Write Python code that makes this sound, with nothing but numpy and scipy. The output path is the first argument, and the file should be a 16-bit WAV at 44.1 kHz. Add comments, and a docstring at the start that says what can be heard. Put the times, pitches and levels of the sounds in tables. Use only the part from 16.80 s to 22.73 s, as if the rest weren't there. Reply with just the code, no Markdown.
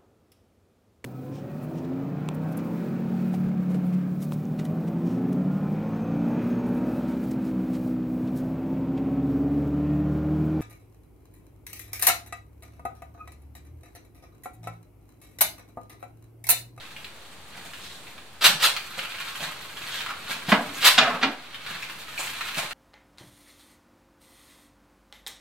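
"""A tyre crackles over grit as a wheelbarrow of stones approaches along a concrete path, shoes scuffing
behind it. Crackle, scuff and the crunch of the shifting load are trains of tiny random impacts, each
with its own spectrum. At three bumps the load strikes the tub: its modes ring in a clunk and the frame
booms on the tyre. A fence and a house wall reflect these sounds as quick slaps and a short
reverberation, over a soft outdoor hiss and a far rumble."""
import sys
import numpy as np
from scipy import signal
from scipy.fft import rfft, irfft
from scipy.io import wavfile

SR = 44100
rng = np.random.default_rng(int(sys.argv[2]) if len(sys.argv) > 2 else 0)


def inscribe(sig):
    """Save sig as 16-bit PCM at rate SR to the path in sys.argv[1].

    A 1-D sig is mono; a 2-D sig holds one channel per row.
    Samples are clipped to [-1, 1] before scaling.
    """
    pcm = np.round(np.clip(np.atleast_2d(sig).T, -1, 1) * 32767)
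    wavfile.write(sys.argv[1], SR, pcm.astype(np.int16))


N = 261632
TIME = np.arange(N) / SR

# spectra of coarse grit and of fine sand: (frequency [Hz], level [dB])
GRIT_SPECTRUM = [(100, -18.5), (500, -23), (800, -7), (1200, -2.5), (2500, -2), (4300, -4.5), (5200, -13.5),
                 (9000, -23)]
SAND_SPECTRUM = [(2500, -14.5), (4800, -2.5), (6200, -2), (7800, 2), (10500, -2), (13500, 1), (16000, -12)]
# shoes land: (time [s], scuff level [dB], length [s], heel thud level [dB], surge of the tyre [dB])
FOOTFALLS = [(0.754, -44.5, 0.0408, -52, -4.5), (.85, -43, 0.0239, -52.5, -3),
             (1.668, -40.5, 0.0548, -36.5, 0.5), (2.172, -36, 0.0224, -42.5, 4.5),
             (2.599, -35, 0.052, -42.5, 8), (3.491, -38, 0.0408, -44.5, 15),
             (4.889, -40.5, .029, -44.5, 2.5), (5.39, -32.5, 0.0221, -44.5, 3),
             (5.768, -29, 0.036, -40.5, 7.5)]


def amp(db):
    """Amplitude ratio: a factor of ten for every 20 dB."""
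    return 10 ** (np.asarray(db) / 20)


def unit_rms(x):
    """Power normalisation: scales to an rms of one."""
    return x / np.sqrt(np.mean(x ** 2) + 1e-20)


def curve_at(points, hz):
    """Interpolation on a logarithmic frequency axis."""
    f, value = np.transpose(points)
    return np.interp(np.log(hz + 1), np.log(f + 1), value)


def add(mix, s, sound):
    """Superposition: a sound joins the mix at s seconds."""
    part = mix[max(round(s * SR), 0):][:len(sound)]
    part += sound[:len(part)]


def resonance(hz, skirt_db):
    """Spectrum of a broad resonance, falling to skirt_db about a quarter octave to each side."""
    return [(hz / 6, 5 * skirt_db), (hz / 1.1764, skirt_db), (hz / 1.136, 0), (hz * 1.102, 0),
            (hz * 1.206, skirt_db), (hz * 3, 3 * skirt_db), (hz * 8, 5.49 * skirt_db)]


def colour(x, spectrum, size=4096):
    """Minimum-phase filtering to the given spectrum; white noise keeps its power."""
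    hz = abs(np.fft.fftfreq(size, 1 / SR))
    log_gain = np.log(unit_rms(amp(curve_at(spectrum, hz))))
    taps = np.fft.ifft(np.exp(np.conj(signal.hilbert(log_gain)))).real[:size // 2]
    return signal.oaconvolve(x, taps)[:len(x)]


def waver(depth_db, step_s, count):
    """Random amplitude modulation: a gain of rms one that glides to a new level every step_s."""
    drift = np.interp(TIME[:count] / step_s, np.arange(3000), rng.standard_normal(3000))
    return unit_rms(amp(depth_db * drift))


def grains(count, per_s, spread_db):
    """Shot noise: a Poisson train of tiny impacts of uneven size, rms one."""
    size = amp(spread_db * np.minimum(rng.exponential(1, count), 4)) * rng.choice([-1, 1], count)
    return unit_rms(size * (rng.random(count) < per_s / SR))


def burst(length, per_s, spread_db):
    """Gated shot noise: a cluster of impacts that starts abruptly and fades."""
    progress = np.linspace(0, 1, max(round(length * SR), 20))
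    envelope = abs(np.sin(np.pi * progress ** 0.737)) ** 0.32
    return unit_rms(grains(len(progress), per_s, spread_db) * envelope)


def diffuse(a, b):
    """Diffuse-field coherence: two unrelated signals become left and right, most alike in the bass."""
    # likeness of left and right: (frequency [Hz], coherence [0..1])
    likeness = [(100, 0.946), (500, 0.759), (1000, 0.814), (2000, 0.46), (3800, 0), (16000, 0.227)]
    coherence = curve_at(likeness, np.fft.rfftfreq(len(a), 1 / SR))
    mid = rfft(a) * np.sqrt((1 + coherence) / 2)
    side = rfft(b) * np.sqrt((1 - coherence) / 2)
    return irfft(np.array([mid + side, mid - side]), len(a))


def air():
    """Ambient noise: a diffuse hiss over a far rumble, both dipping briefly after the clunks."""
    # outdoor hiss: (frequency [Hz], level [dB])
    hiss_spectrum = [(20, -15), (60, -13), (130, -0.5), (300, -5), (900, -5.5), (1800, -8.5), (4400, -9),
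                     (5200, -17.5), (9000, -17.5), (15000, -28.5)]
    # envelopes of hiss and rumble: (time [s], level [dB])
    hiss_levels = [(0, -48.5), (1.3, -47.5), (1.55, -50), (3.6, -44), (4.1, -42), (4.6, -50.5),
                   (5.0, -47.5), (5.93, -46.5)]
    rumble_levels = [(0, -60), (2.5, -65.5), (4.0, -63), (4.3, -73.5), (4.6, -74), (5.0, -63)]
    hiss = diffuse(*[colour(rng.standard_normal(N), hiss_spectrum) for _ in range(2)])
    rumble = diffuse(*[colour(rng.standard_normal(N), resonance(74.4, skirt_db=-9.5)) for _ in range(2)])
    hiss *= amp(np.interp(TIME, *np.transpose(hiss_levels)))
    rumble *= amp(np.interp(TIME, *np.transpose(rumble_levels)))
    return hiss + rumble


def passage(x, early_db, tail_db, early_t60=0.0845, spots=3):
    """Reverberation: direct sound, early slaps between fence and wall, and a tail that decays by band."""
    # decay of the tail: (frequency [Hz], t60 [s])
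    decay_times = [(100, 0.7), (300, 0.565), (1000, 0.389), (3500, 0.3174), (7000, 0.356), (14000, 0.226)]
    # the roofless passage gives back little bass: (frequency [Hz], level [dB])
    reflectance = [(150, -16.5), (300, -9), (600, 0.5), (1200, 0), (3000, 2), (14000, 0)]
    t = TIME[:SR * 2 // 3]
    out = np.array([np.roll(x, 1), x])  # the path to the left is one sample longer
    reflected = irfft(rfft(x) * amp(curve_at(reflectance, np.fft.rfftfreq(N, 1 / SR))), N)
    for k in range(spots):
        slaps = diffuse(*[grains(len(t), per_s=1500, spread_db=3.28) for _ in range(2)])
        slaps *= amp(-60 * t / early_t60) * (t > .002)
        hz, at, bands = signal.stft(diffuse(*rng.standard_normal((2, len(t)))), SR, nperseg=256)
        bands *= amp(-60 * at / curve_at(decay_times, hz)[:, None])
        tail = signal.istft(bands, SR, nperseg=256)[1][:, :len(t)]
        tail *= 1 - np.exp(-t / 0.01096)
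        response = (amp(early_db) * unit_rms(slaps) + amp(tail_db) * unit_rms(tail)) / np.sqrt(len(t))
        # each spot has its own reflections; the sound cycles through them at constant power
        share = np.sqrt(2 / spots) * np.cos(np.pi * (17 * TIME + k / spots))
        out += signal.oaconvolve((reflected * share)[None], response, axes=1)[:, :N]
    return out / np.sqrt(1 + amp(early_db) ** 2 + amp(tail_db) ** 2)


def shoes():
    """Friction and impact: the sole grinds grit as the heel thuds, then again, softer, at the toe."""
    # spectra of the scuff and the thud: (frequency [Hz], level [dB])
    scuff_spectrum = [(150, -11), (400, 0.5), (680, 6.5), (1000, 3.5), (1800, 1.5), (3100, 1.5), (4500, -2),
                      (5300, -8), (7500, -6), (13000, -10.5), (16000, -17.5)]
    thud_spectrum = [(40, -19), (100, -11), (165, 5), (260, -6), (400, -27.5), (900, -33.5), (3000, -86)]
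    heel, toe = (0, 0, 0), (.05, -8, -6)  # (delay [s], scuff gain [dB], thud gain [dB])
    scuff, thud = np.zeros((2, N))
    for s, scuff_db, length, thud_db, _ in FOOTFALLS:
        for delay, scuff_gain_db, thud_gain_db in (heel, toe):
            add(scuff, s + delay, amp(scuff_db + scuff_gain_db) * burst(length, per_s=1100, spread_db=3))
            add(thud, s + delay, amp(thud_db + thud_gain_db) * burst(length, per_s=2000, spread_db=1))
    return colour(scuff, scuff_spectrum) + colour(thud, thud_spectrum)


def rolling(lag_s=0.0238, surge_s=0.0403):
    """Rolling contact: tyre level and relative fizz in dB follow the path; steps shove the barrow."""
    # how hard the tyre grinds: (time [s], level [dB], fizz relative to the level [dB])
    grinding = [(0, -44, -14.5), (0.12, -48.5, -9), (0.64, -60.5, -3.5), (0.76, -44.5, -11.5),
                (1.2, -50.5, -5.5), (1.5, -58, -7.5), (2.03, -41, -8), (2.3, -39.5, -10), (2.42, -36, -10),
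                (2.9, -43, -9.5), (3.16, -33, -9), (3.34, -43, -13), (3.93, -40.5, -7), (4.02, -31.5, -5.5),
                (4.62, -49, -20), (4.98, -39, -12.5), (5.3, -43, -8), (5.45, -36, -8), (5.93, -39, -10.5)]
    s, level_db, fizz_db = np.transpose(grinding)
    surge_db = sum(db * np.exp(-((TIME - at - lag_s) / surge_s) ** 2) for at, *_, db in FOOTFALLS)
    return np.interp(TIME, s, level_db) + surge_db, np.interp(TIME, s, fizz_db)


def strays(per_s=6, boost_db=10, low_hz=1430, high_hz=3530):
    """Poisson events (time, level, pitch): the tyre flicks stones, louder where it grinds harder."""
    at = np.flatnonzero(rng.random(N) < per_s / SR)
    tyre_db, _ = rolling()
    pitch_hz = low_hz * (high_hz / low_hz) ** rng.random(len(at))
    return list(zip(TIME[at], tyre_db[at] + boost_db, pitch_hz))


def pebbles(click_decay_s=0.00338):
    """Stick-slip and impact: loose stones rasp or click, each through a resonance at its own pitch."""
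    # sand or a stone drags under the tyre: (time [s], level [dB], length [s], pitch [Hz])
    scrapes = [(0.763, -57.5, 0.516, 8080), (1.002, -47, 0.174, 3685), (3.112, -37, 0.109, 3210),
               (3.283, -33, 0.0308, 1272), (3.944, -43.5, 0.0296, 6500), (5.021, -36, 0.0263, 2350),
               (5.384, -35.5, 0.03, 7480), (5.776, -31.5, 0.0186, 2410)]
    # the loudest single stones: (time [s], level [dB], pitch [Hz])
    clicks = [(0.164, -30, 2860), (0.245, -28, 2850), (0.935, -28, 1720), (1.27, -33.5, 2540),
              (1.38, -33.5, 1900), (1.965, -16, 3010), (2.191, -20, 2480), (2.25, -23.5, 1580),
              (3.206, -20.5, 2180), (3.262, -20.5, 1550), (4.745, -26, 2550), (4.864, -22, 2427),
              (5.098, -24, 1560), (5.377, -20, 2440), (5.609, -19.5, 1750), (5.687, -22.5, 2050),
              (5.745, -21.5, 3160), (5.909, -21.5, 2210)]
    out, t = np.zeros(N), TIME[:2048]
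    for s, db, length, hz in scrapes:
        slips = np.pad(burst(length, per_s=2000, spread_db=5), (0, len(t)))
        add(out, s, amp(db) * colour(slips, resonance(hz, skirt_db=-6.5)))
    for s, db, hz in clicks + strays():
        crack = rng.choice([-1, 1], len(t)) * np.exp(-t / click_decay_s)
        peak = resonance(hz, skirt_db=-3)
        body = [(f, max(level, -14) + curve_at(peak, f)) for f, level in GRIT_SPECTRUM]
        add(out, s, amp(db - 1.5) * colour(crack, body))
    return out


def tyre():
    """Granular rolling noise: grit pops in clumps, stones of five sizes tick, fine wet sand fizzes."""
    level, fizz = amp(rolling())
    clumps = waver(depth_db=2.5, step_s=.011, count=N)
    grit = colour(grains(N, per_s=1600, spread_db=3.5), GRIT_SPECTRUM)
    ticks = unit_rms(sum(colour(grains(N, per_s=60, spread_db=0.5), resonance(hz, skirt_db=-12.5))
                         for hz in (1188, 1583.4, 2398, 2953, 3838)))
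    sand = colour(grains(N, per_s=450, spread_db=2.5), SAND_SPECTRUM)
    sand *= waver(depth_db=1.5, step_s=.03, count=N)
    return level * clumps * (amp(-3) * grit + amp(-5.5) * ticks + amp(-0.5) * fizz * sand)


def load(slip_s=.03, settle_s=0.0343):
    """Granular avalanche: stones slip, the load gives way in many collisions, the last ones settle."""
    # the load shifts: (time [s], level [dB], length [s])
    crunches = [(1.639, -13.5, 0.03416), (1.821, -19.5, 0.0538), (3.688, -31, 0.034), (4.043, -14, .048)]
    # colliding stones: (frequency [Hz], level [dB])
    stone_spectrum = [(100, -22.5), (380, -14.5), (550, -8), (900, -4.5), (1600, 0.5), (2100, -2.5),
                      (2900, 0.5), (4200, 0.5), (5200, -6.5), (8000, -24.5)]
    coarse, fine = np.zeros((2, N))
    for s, db, length in crunches:
        # stages: (time [s], level [dB], length [s], swell [dB], relative fizz [dB])
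        slip = s - slip_s, db - 12.5, slip_s, 14.5, -10.5
        slide = s, db, length, 1, -6.5
        settle = s + length, db - 13.5, settle_s, 0, -6.5
        for at, level_db, span, swell_db, fizz_db in (slip, slide, settle):
            edges = burst(span, per_s=5000, spread_db=1.5)
            sand = burst(span, per_s=6000, spread_db=1)
            gain = amp(level_db + swell_db * np.linspace(-.5, .5, len(edges)))
            add(coarse, at, gain * edges)
            add(fine, at, gain * amp(fizz_db) * sand)
    return amp(2) * (colour(coarse, stone_spectrum) + colour(fine, SAND_SPECTRUM))


def boom(hz, t60=0.167, blur_db=-5):
    """Damped mass on a spring: the frame bounces on its tyre, its low note blurred by the stones."""
    t = TIME[:SR]
    fade = amp(-60 * t / t60)
    note = np.sin(2 * np.pi * hz * t) * (1 - np.exp(-t / 0.0069))
    rattle = colour(rng.standard_normal(len(t)) * fade, resonance(hz, skirt_db=-9))
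    blur = unit_rms(rattle) * np.sqrt(np.mean(fade ** 2))
    return note * fade + amp(blur_db) * blur


def blow(db, length, edge_hz, ring_db, boom_db, boom_hz, steepness=5.55):
    """Modal excitation: the load chatters on the panels, the tub rings on, and the frame booms."""
    # modes of the tub: (frequency [Hz], level [dB], t60 [s])
    tub_modes = [(212.4, -12, .3), (244.3, -3, 0.68), (285, -10.5, 1), (445.8, -9, 0.492),
                 (609.1, -7, 0.295), (687.5, -8, 0.417), (778, -3.5, 0.342), (1003.5, -5.5, 0.24),
                 (1123.6, 0.5, 0.173), (1235, 1.5, 0.233), (1414, -14, 0.28), (1625, -0.5, 0.32),
                 (1684.6, 6, 0.206), (2100, 1.5, 0.183), (2433, -5.5, .28), (2830, 3, 0.265),
                 (3080, -2, 0.26), (3430, 0.5, 0.22), (3790, 0.5, 0.206)]
    # struck panels: (frequency [Hz], level [dB])
    panel_spectrum = [(50, -28.5), (120, -23), (220, -6.5), (340, -10.5), (520, -6.5), (750, 0.5),
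                      (900, -3), (1100, -0.5), (1700, 1), (3800, 4), (5200, -0.5), (12000, -8.5)]
    t = TIME[:SR]
    hz, mode_db, t60 = np.transpose(tub_modes)[:, :, None]
    chatter = np.zeros(len(t))
    add(chatter, 0, burst(length, per_s=6000, spread_db=3))
    # a soft blow loses the treble above edge_hz; a hard one also misses the lowest modes
    dulled = [(f, level - 10 * np.log10(1 + (f / edge_hz) ** steepness)) for f, level in panel_spectrum]
    excitation = 1 / np.sqrt((1 + (hz / edge_hz) ** steepness) * (1 + (0.139 * edge_hz / hz) ** 2))
    modes = amp(mode_db - 60 * t / t60) * np.sin(2 * np.pi * (hz * t + rng.random(hz.shape)))
    # jostling stones damp each mode unevenly
    modes *= [waver(depth_db=2.5, step_s=0.013, count=len(t)) for _ in tub_modes]
    ring = (modes * excitation).sum(0) * (1 - np.exp(-3 * t / length))
    return amp(db) * colour(chatter, dulled) + amp(ring_db - 1.5) * ring + amp(boom_db + 6.5) * boom(boom_hz)


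def tub(rebounds=4, softest_hz=1025):
    """Inelastic collision: the load slams into the tub and rebounds, its chatter ever weaker and duller."""
    # the barrow hits a bump: (time [s], level [dB], chatter length [s], upper edge [Hz], ring [dB],
    # boom [dB], boom pitch [Hz], run-up [s], rebound gap [s], loss per rebound [dB],
    # rebound boom [dB], its change per rebound [dB])
    bumps = [(3.718, -10, 0.01504, 1820, -21, -19.5, 206.1, .035, .024, 8, -27, -3.5),
             (4.179, -9, 0.01402, 4540, -21, -34.5, 164.4, .007, 0.0484, 3.5, -44, 1.5),
             (4.427, -16.5, .024, 2970, -33.5, -28, 240.9, .013, .021, 5.5, -26, -6)]
    out = np.zeros(N)
    for (s, db, length, edge_hz, ring_db, boom_db, boom_hz,
         run_up, gap, loss_db, rebound_boom_db, boom_change_db) in bumps:
        # as the tyre climbs the bump, the load rattles and the frame's note is lower
        add(out, s - run_up, blow(-27, run_up, edge_hz, ring_db - 8.5, boom_db - 6, boom_hz * 0.818))
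        add(out, s, blow(db, length, edge_hz, ring_db, boom_db, boom_hz))
        for k in range(rebounds):
            soft_hz = softest_hz + (edge_hz - softest_hz) * 0.47 ** (k + 1)
            note_hz = boom_hz * np.exp(0.0963 * rng.uniform(-1.89, 2.02))  # varies as the load moves
            rebound = blow(db - 11.5 - k * loss_db, gap, soft_hz, ring_db - 4 - k * loss_db,
                           rebound_boom_db + k * boom_change_db, note_hz)
            add(out, s + length + k * gap, rebound)
    return amp(-1.5) * out


def scene():
    """Superposition: each source reverberates in the passage, over the open air."""
    ground = passage(tyre() + shoes(), early_db=0, tail_db=-4)
    crunches = passage(load(), early_db=-0.5, tail_db=-4.5)
    clicks = passage(pebbles(), early_db=0, tail_db=-2.5)
    clunks = passage(tub(), early_db=-3, tail_db=-8)
    return air() + ground + crunches + clicks + clunks


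def record(dry, offset=-.0034, cutoff_hz=15900):
    """Slight left-right colouring, soft saturation of the peaks, a steady offset, then a low-pass."""
    # balance of the channels: (frequency [Hz], left minus right [dB])
    balance = [(60, 0.5), (130, -0.5), (290, -0.5), (640, 0.0), (1410, -1.0), (3100, -1.0), (6820, 1),
               (15000, 1.5)]
    tilt_db = curve_at(balance, np.fft.rfftfreq(N, 1 / SR))
    tilted = irfft(rfft(dry) * amp(np.array([tilt_db, -tilt_db]) / 2), N)
    rounded = offset + tilted / (1 + tilted ** 10) ** (1 / 10)
    taps = signal.firwin(511, cutoff_hz, window=("kaiser", 9), fs=SR)
    return signal.oaconvolve(rounded, taps[None], "same")


dry = scene()
out = record(dry)
inscribe(out)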